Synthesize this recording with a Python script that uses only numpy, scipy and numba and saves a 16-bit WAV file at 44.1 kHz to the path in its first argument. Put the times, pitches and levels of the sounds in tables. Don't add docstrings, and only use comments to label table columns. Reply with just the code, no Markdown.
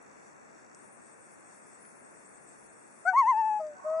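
import sys
import numpy as np
from scipy import signal
from scipy.fft import rfft, irfft
from scipy.io import wavfile
from scipy.ndimage import uniform_filter1d
from numba import njit

SR = 44100
rng = np.random.default_rng(int(sys.argv[2]) if len(sys.argv) > 2 else 0)


def store_wav(level_fs):
    pcm = np.round(np.clip(np.atleast_2d(level_fs), -1, 1) * 32767)
    wavfile.write(sys.argv[1], SR, pcm.T.astype(np.int16))


def gain_from_decibels(decibels):
    exponent = np.asarray(decibels, float) / 20
    return 10 ** exponent


N = 176400


def level(x, db):
    return x * gain_from_decibels(db) / np.sqrt(np.mean(x ** 2))


def curve(table, hz):
    table_hz, value = np.array(table).T
    return np.interp(np.log(np.maximum(hz, 1)), np.log(table_hz), value)


def pan(x, db):
    return x * gain_from_decibels(np.array([db / 2, -db / 2]).reshape(2, -1))


@njit
def svf(x, hz, width):
    y, b, l = np.empty(len(x)), 0., 0.
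    for i in range(len(x)):
        g, k = np.tan(np.pi * hz[i] / SR), width / hz[i]
        v = (b + g * (x[i] - l)) / (1 + g * (g + k))
        b, l, y[i] = 2 * v - b, l + 2 * g * v, k * v
    return y


def band(x, hz, width_hz):
    return svf(x + 1e-18, hz + np.zeros(N), float(width_hz))


def walk(rate_hz):
    k = int(SR / rate_hz)
    steps = np.repeat(rng.standard_normal(N // k + 1), k)
    return 2.1 * uniform_filter1d(uniform_filter1d(steps, k), k)[:N]


def noise(table, db, likeness):
    c = np.clip(likeness, -.95, .95)
    colour = gain_from_decibels(curve(table, np.fft.rfftfreq(N, 1 / SR)))
    mid, side = irfft(rfft(rng.standard_normal((2, N))) * colour, N)
    scale = gain_from_decibels(db) / np.sqrt(np.mean(mid ** 2) * (1 + c))
    return scale * (np.sqrt(1 + c) * mid + np.sqrt(1 - c) * side * np.array([[1], [-1]]))


# [Hz, dB per Hz]
HISS_SPECTRUM = [(18, -55.5), (30, -15.5), (48, -20.5), (81, -14.5), (205, -2), (277, -2), (525, -2.5),
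                 (1720, -7), (2700, -17.5), (3510, -54.5), (5940, -120)]
# [Hz, dB per Hz]
AIR_SPECTRUM = [(1590, -40), (2700, -40.5), (3070, -30), (3420, -4), (4000, -11.5), (5470, 0.5),
                (7780, 3.5), (11000, -7.5), (14300, -42), (22000, -120)]


def microphone_hiss():
    hiss = pan(noise(HISS_SPECTRUM, -59.5, likeness=-0.31), 2.1) * gain_from_decibels(.4 * walk(1.3))
    air = pan(noise(AIR_SPECTRUM, -69.5, likeness=.15), 3) * gain_from_decibels(0.84 * walk(16))
    return hiss + air


# [s, dB]
CHIPS = [
    (3.375, -66.5),
    (3.61, -71.5),
    (3.643, -71),
    (3.677, -70),
    (3.84, -78),
    (3.975, -71),
]
CHIP_HZ, CHIP_S = 4800, .009
SWELL_S, SWELL_LENGTH_S, SWELL_HZ, SWELL_WIDTH_HZ, SWELL_DB = 2.45, .36, 56, 14, -81


def lake(t):
    swell = level(band(rng.standard_normal(N), SWELL_HZ, SWELL_WIDTH_HZ), SWELL_DB)
    swell = swell * np.exp(-((t - SWELL_S) / SWELL_LENGTH_S) ** 4)
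    envelope = sum(gain_from_decibels(db) * np.exp(-((t - s) / CHIP_S) ** 2) for s, db in CHIPS)
    chips = envelope * np.sin(2 * np.pi * CHIP_HZ * t)
    return pan(swell, -2.5) + pan(chips, 4.)


ZOOM_ON_S, ZOOM_OFF_S = .748, 3.085
TICK_HZ, TICK_FIRST_S, TICK_DB, TICK_SCATTER_DB = 59.94, .0143, -52.5, 2.5
TICK_PITCH_HZ, TICK_WIDTH_HZ = 5920, 2600


def drive_ticks():
    times = np.arange(TICK_FIRST_S, N / SR - .01, 1 / TICK_HZ)
    size = gain_from_decibels(TICK_DB + TICK_SCATTER_DB * rng.standard_normal(len(times)))
    ticks = np.zeros(N)
    ticks[(times * SR).astype(int)] = size * ((times < ZOOM_ON_S) | (times > ZOOM_OFF_S))
    ticks = band(ticks, TICK_PITCH_HZ, TICK_WIDTH_HZ)
    return pan(6 * band(ticks, TICK_PITCH_HZ, 1.7 * TICK_WIDTH_HZ), 6.5)


# [s, dB, Hz, Hz]
KNOCKS = [
    (.7475, -39.5, 6800, 5000),
    (1.8525, -36, 1250, 1100),
    (.025, -48.5, 9500, 2600),
]


def housing_knocks(t):
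    burst, out = rng.standard_normal(N), np.zeros(N)
    for s, db, hz, width_hz in KNOCKS:
        hit = burst * (t > s) * np.exp(-np.abs(t - s) / 0.0017)
        out = out + gain_from_decibels(db) * band(band(hit, hz, width_hz), hz, width_hz)
    return pan(out, 6.5)


WHISTLE_HZ, WHISTLE_FLIP_HZ, WHISTLE_DB, WHISTLE_LOW_DB = 7867, 15, -73.5, -85


def drive_whistle(t):
    flip = np.tanh(4.3 * np.sin(2 * np.pi * WHISTLE_FLIP_HZ * t))
    whistle = gain_from_decibels(WHISTLE_DB + .8 * walk(5.5)) * flip * np.sin(2 * np.pi * WHISTLE_HZ * t)
    low = gain_from_decibels(WHISTLE_LOW_DB) * np.cos(2 * np.pi * (WHISTLE_HZ - WHISTLE_FLIP_HZ) * t)
    return pan(whistle + low, 4.)


# [s, Hz, s]
SAGS = [(.775, 8330, 0.1), (0.902, 8500, 0.025), (0.98, 8500, 0.032), (1.044, 8100, 0.078),
        (1.125, 8100, 0.05), (1.163, 9400, 0.023), (1.23, 8500, .05), (1.277, 8500, 0.019),
        (1.39, 9000, 0.035), (1.464, 8140, 0.084), (1.632, 8270, 0.044), (1.752, 8180, 0.058),
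        (2.056, 7950, 0.046), (2.182, 8000, 0.026), (2.26, 7640, 0.036), (2.365, 8200, 0.059),
        (2.488, 8040, 0.054), (2.514, 7800, .045), (2.702, 7950, 0.025), (2.75, 9000, 0.084),
        (2.83, 8500, .03), (2.856, 8080, 0.03), (2.926, 9100, 0.028), (2.998, 9440, 0.029),
        (3.065, 7900, 0.051)]
# [Hz, dB]
HOUSING = [(7600, 3.5), (8200, 2), (8800, -5), (9200, -2), (9600, -1), (10000, -2.5)]
ZOOM_HZ, ZOOM_WIDTH_HZ, ZOOM_DB, ZOOM_PAN_DB = 9705, 520, -67, 10.5
GEAR_HZ, GEAR_WIDTH_HZ, GEAR_DB, GEAR_LOAD_DB = 8500, 2000, -72, 4


def zoom_motor(t):
    dips = [(ZOOM_HZ - hz) * np.exp(-np.log(16) * ((t - s) / length) ** 2) for s, hz, length in SAGS]
    sag_hz = np.max(dips, axis=0)
    pitch = ZOOM_HZ - sag_hz + 90 * walk(60)
    whine = band(rng.standard_normal(N), pitch, ZOOM_WIDTH_HZ)
    whine = band(whine, pitch, 1.8 * ZOOM_WIDTH_HZ)
    whine = level(whine, ZOOM_DB) * gain_from_decibels(curve(HOUSING, pitch) + 1.72 * walk(60))
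    gears = rng.standard_normal(N)
    for _ in range(3):
        gears = band(gears, GEAR_HZ, GEAR_WIDTH_HZ)
    gears = level(gears, GEAR_DB) * gain_from_decibels(GEAR_LOAD_DB * sag_hz / 1500 + 1.2 * walk(40))
    on = np.clip(np.minimum(t - ZOOM_ON_S, ZOOM_OFF_S - t) / 0.0057, 0, 1)
    return pan(on * (whine + gears), ZOOM_PAN_DB)


# [Hz, dB]
BIRD_PAN = [(600, 3), (750, 4.5), (880, 5), (1100, 1.5), (1500, 9.5), (2200, 16.5), (3000, 4.5), (8000, 10)]
# [Hz, dB]
PARTIAL_COLOUR = [(1750, -0.5), (1950, -1.5), (2200, -3.5), (2650, 3), (3200, -16.5), (4500, 1), (6500, 1),
                  (9500, -11)]
UPPER_SLOPE_DB, UPPER_GROWTH, ODD_DB = 1, 1.6, -4.5
AIR_LOSS_HZ, AIR_LOSS_DB = 9300, -14
BREATH_DB, BREATH_HZ = -34.5, 500


def note(t, points, voicing):
    s, hz, db = np.array(points).T
    attack_s, release_s, second_db, third_db, upper_db, ref_db, growth = voicing
    index = np.arange(len(s))
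    place = np.interp(t, s, index)
    place = np.floor(place) + (1 - np.cos(np.pi * (place % 1))) / 2
    pitch, loud_db = np.interp(place, index, hz), np.interp(place, index, db)
    gate = np.minimum((t - s[0]) / attack_s + .5, (s[-1] - t) / release_s + .5)
    gate = np.sin(np.pi / 2 * np.clip(gate, 0, 1)) ** 2
    phase = 2 * np.pi * np.cumsum(pitch) / SR
    push_db = loud_db - ref_db
    partials_db = [0 * push_db, second_db + growth * push_db, third_db + .5 * growth * push_db]
    for k in range(9):
        static_db = upper_db + UPPER_SLOPE_DB * k + ODD_DB * (k % 2)
        partials_db.append(static_db + UPPER_GROWTH * growth * push_db)
    breath = gain_from_decibels(BREATH_DB) * walk(BREATH_HZ)
    out = np.zeros((2, N))
    for k, rel_db in enumerate(partials_db):
        partial_hz = (k + 1) * pitch
        rel_db = rel_db + curve(PARTIAL_COLOUR, partial_hz) + AIR_LOSS_DB * (partial_hz / AIR_LOSS_HZ) ** 6
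        envelope = (1 + (1 + k) * breath) * gate ** (1 + k / 2) * gain_from_decibels(loud_db + rel_db)
        tone = np.sqrt(2) * envelope * np.sin((k + 1) * phase)
        out += pan(tone, curve(BIRD_PAN, partial_hz))
    return out


# [s, Hz, dB]
OPENING = [
    (3.054, 685, -31),
    (3.088, 759.6, -27),
    (3.122, 739, -32.5),
    (3.152, 680, -46),
]
# [s, Hz, dB]
TREMOLO = [
    (3.134, 908, -26),
    (3.19, 1113, -17),
    (3.249, 869.6, -26.5),
    (3.297, 1053, -19),
    (3.347, 856, -27.5),
    (3.397, 903.3, -24.5),
    (3.435, 862, -27),
    (3.475, 878, -27),
    (3.515, 852.6, -27.5),
]
# [s, Hz, dB]
FALLING = [
    (3.6, 639, -32),
    (3.641, 617, -35.5),
    (3.749, 586.4, -50),
]
# [s, Hz, dB]
RISING = [
    (3.846, 610.1, -38.5),
    (3.87, 625.4, -31),
    (3.95, 641.8, -29),
    (4.05, 659.8, -29),
]
# [s, s, dB, dB, dB, dB, dB per dB]
VOICING = [
    (.012, 0.013, 6, -19.5, -33, -26.5, 2.5),
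    (0.019, 0.028, -17.5, -32.5, -35.5, -13.5, 0.82),
    (0.024, 0.029, -19, -38, -49.5, -32.5, 1.1),
    (0.017, .01, -15.5, -36, -51.5, -27, 0.4),
]
HOLD_S, HOLD_SAG_HZ, HOLD_FADE_DB = 0.096, 22, -10.5
BREAK_S, BREAK_HZ, BREAK_DB, BREAK_LENGTH_S = 3.136, 1170, -42.5, .008


def loon_call(t):
    s, hz, db = TREMOLO[-1]
    tail = [(s + 0.6 * HOLD_S, hz - 4, db - 2.0), (s + HOLD_S, hz - HOLD_SAG_HZ, db + HOLD_FADE_DB)]
    notes = (OPENING, list(TREMOLO) + tail, FALLING, RISING)
    call = sum(note(t, points, voicing) for points, voicing in zip(notes, VOICING))
    crack = np.exp(-((t - BREAK_S) / BREAK_LENGTH_S) ** 2) * np.sin(2 * np.pi * BREAK_HZ * t)
    return call + gain_from_decibels(BREAK_DB) * crack


NEAR_DB, NEAR_T60_S, REEDS_DB, REEDS_T60_S = -26, 0.17, -39, .6
SHORE_S, SHORE_RISE_S, SHORE_T60_S, SHORE_DB, SHORE_TOP_HZ = .58, 0.1, 1.6, -25, 1800


def scatter(envelope):
    return envelope * rng.standard_normal((2, SR)) / np.sqrt(np.sum(envelope ** 2))


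def loon(t):
    call = loon_call(t)
    lag = t[:SR]
    water = gain_from_decibels(-60 * lag / NEAR_T60_S)
    reeds = gain_from_decibels(REEDS_DB - NEAR_DB - 10.5 - 60 * lag / REEDS_T60_S)
    near = scatter(np.hypot(water, reeds))
    rise = np.clip((lag - SHORE_S) / SHORE_RISE_S, 0, 1)
    shore = scatter(rise * gain_from_decibels(-60 * (lag - SHORE_S) / SHORE_T60_S))
    dull = 1 / (1 + (np.fft.rfftfreq(SR, 1 / SR) / SHORE_TOP_HZ) ** 4)
    space = gain_from_decibels(NEAR_DB) * near + gain_from_decibels(SHORE_DB) * irfft(rfft(shore) * dull, SR)
    return call + signal.fftconvolve(call.mean(axis=0)[None], space, axes=1)[:, :N]


def scene():
    t = np.arange(N) / SR
    camera = drive_ticks() + housing_knocks(t) + drive_whistle(t) + zoom_motor(t)
    return microphone_hiss() + lake(t) + camera + loon(t)


def band_limit(x):
    return signal.sosfilt(signal.butter(12, 11160, fs=SR, output="sos"), x)


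# [Hz, Hz, dB]
NOTCHES = [
    (2936, 78, -23),
    (3980, 130, -20),
    (5066, 150, -32.5),
]
NOTCH_SCATTER, NOTCH_DRIFT_HZ = 0.41, 40
LOW_CUT_HZ, TOP_HZ, TOP_SCATTER_HZ = 33, 11010, 300
HOLE_SHARE, HOLE_DB, HOLE_LOW_HZ, HOLE_HIGH_HZ = .13, -16, 2900, 5200


def record(dry):
    hz, s, spec = signal.stft(dry, SR, nperseg=2048, noverlap=1536, boundary="even")
    hz, blocks = hz[:, None], len(s) // 3 + 1
    chance = np.repeat(rng.standard_normal((blocks, 7)), 3, axis=0)[:len(s)].T
    db = -40 / (1 + np.exp((TOP_HZ + TOP_SCATTER_HZ * chance[6] - hz) / 40))
    for k, (notch_hz, width_hz, depth_db) in enumerate(NOTCHES):
        centre = notch_hz + NOTCH_DRIFT_HZ * chance[k]
        width = width_hz * np.exp(NOTCH_SCATTER * chance[k + 3])
        db = db + depth_db * np.exp(-((hz - centre) / width) ** 4)
    holes = np.kron(rng.random((129, blocks)), np.ones((8, 3)))[:len(hz), :len(s)]
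    db = db + HOLE_DB * (holes < HOLE_SHARE) * (hz > HOLE_LOW_HZ) * (hz < HOLE_HIGH_HZ)
    gain = gain_from_decibels(db) * hz ** 2 / (hz ** 2 + LOW_CUT_HZ ** 2)
    out = signal.istft(spec * gain, SR, nperseg=2048, noverlap=1536)[1][:, :N]
    return band_limit(out)


dry = scene()
out = record(dry)
store_wav(out)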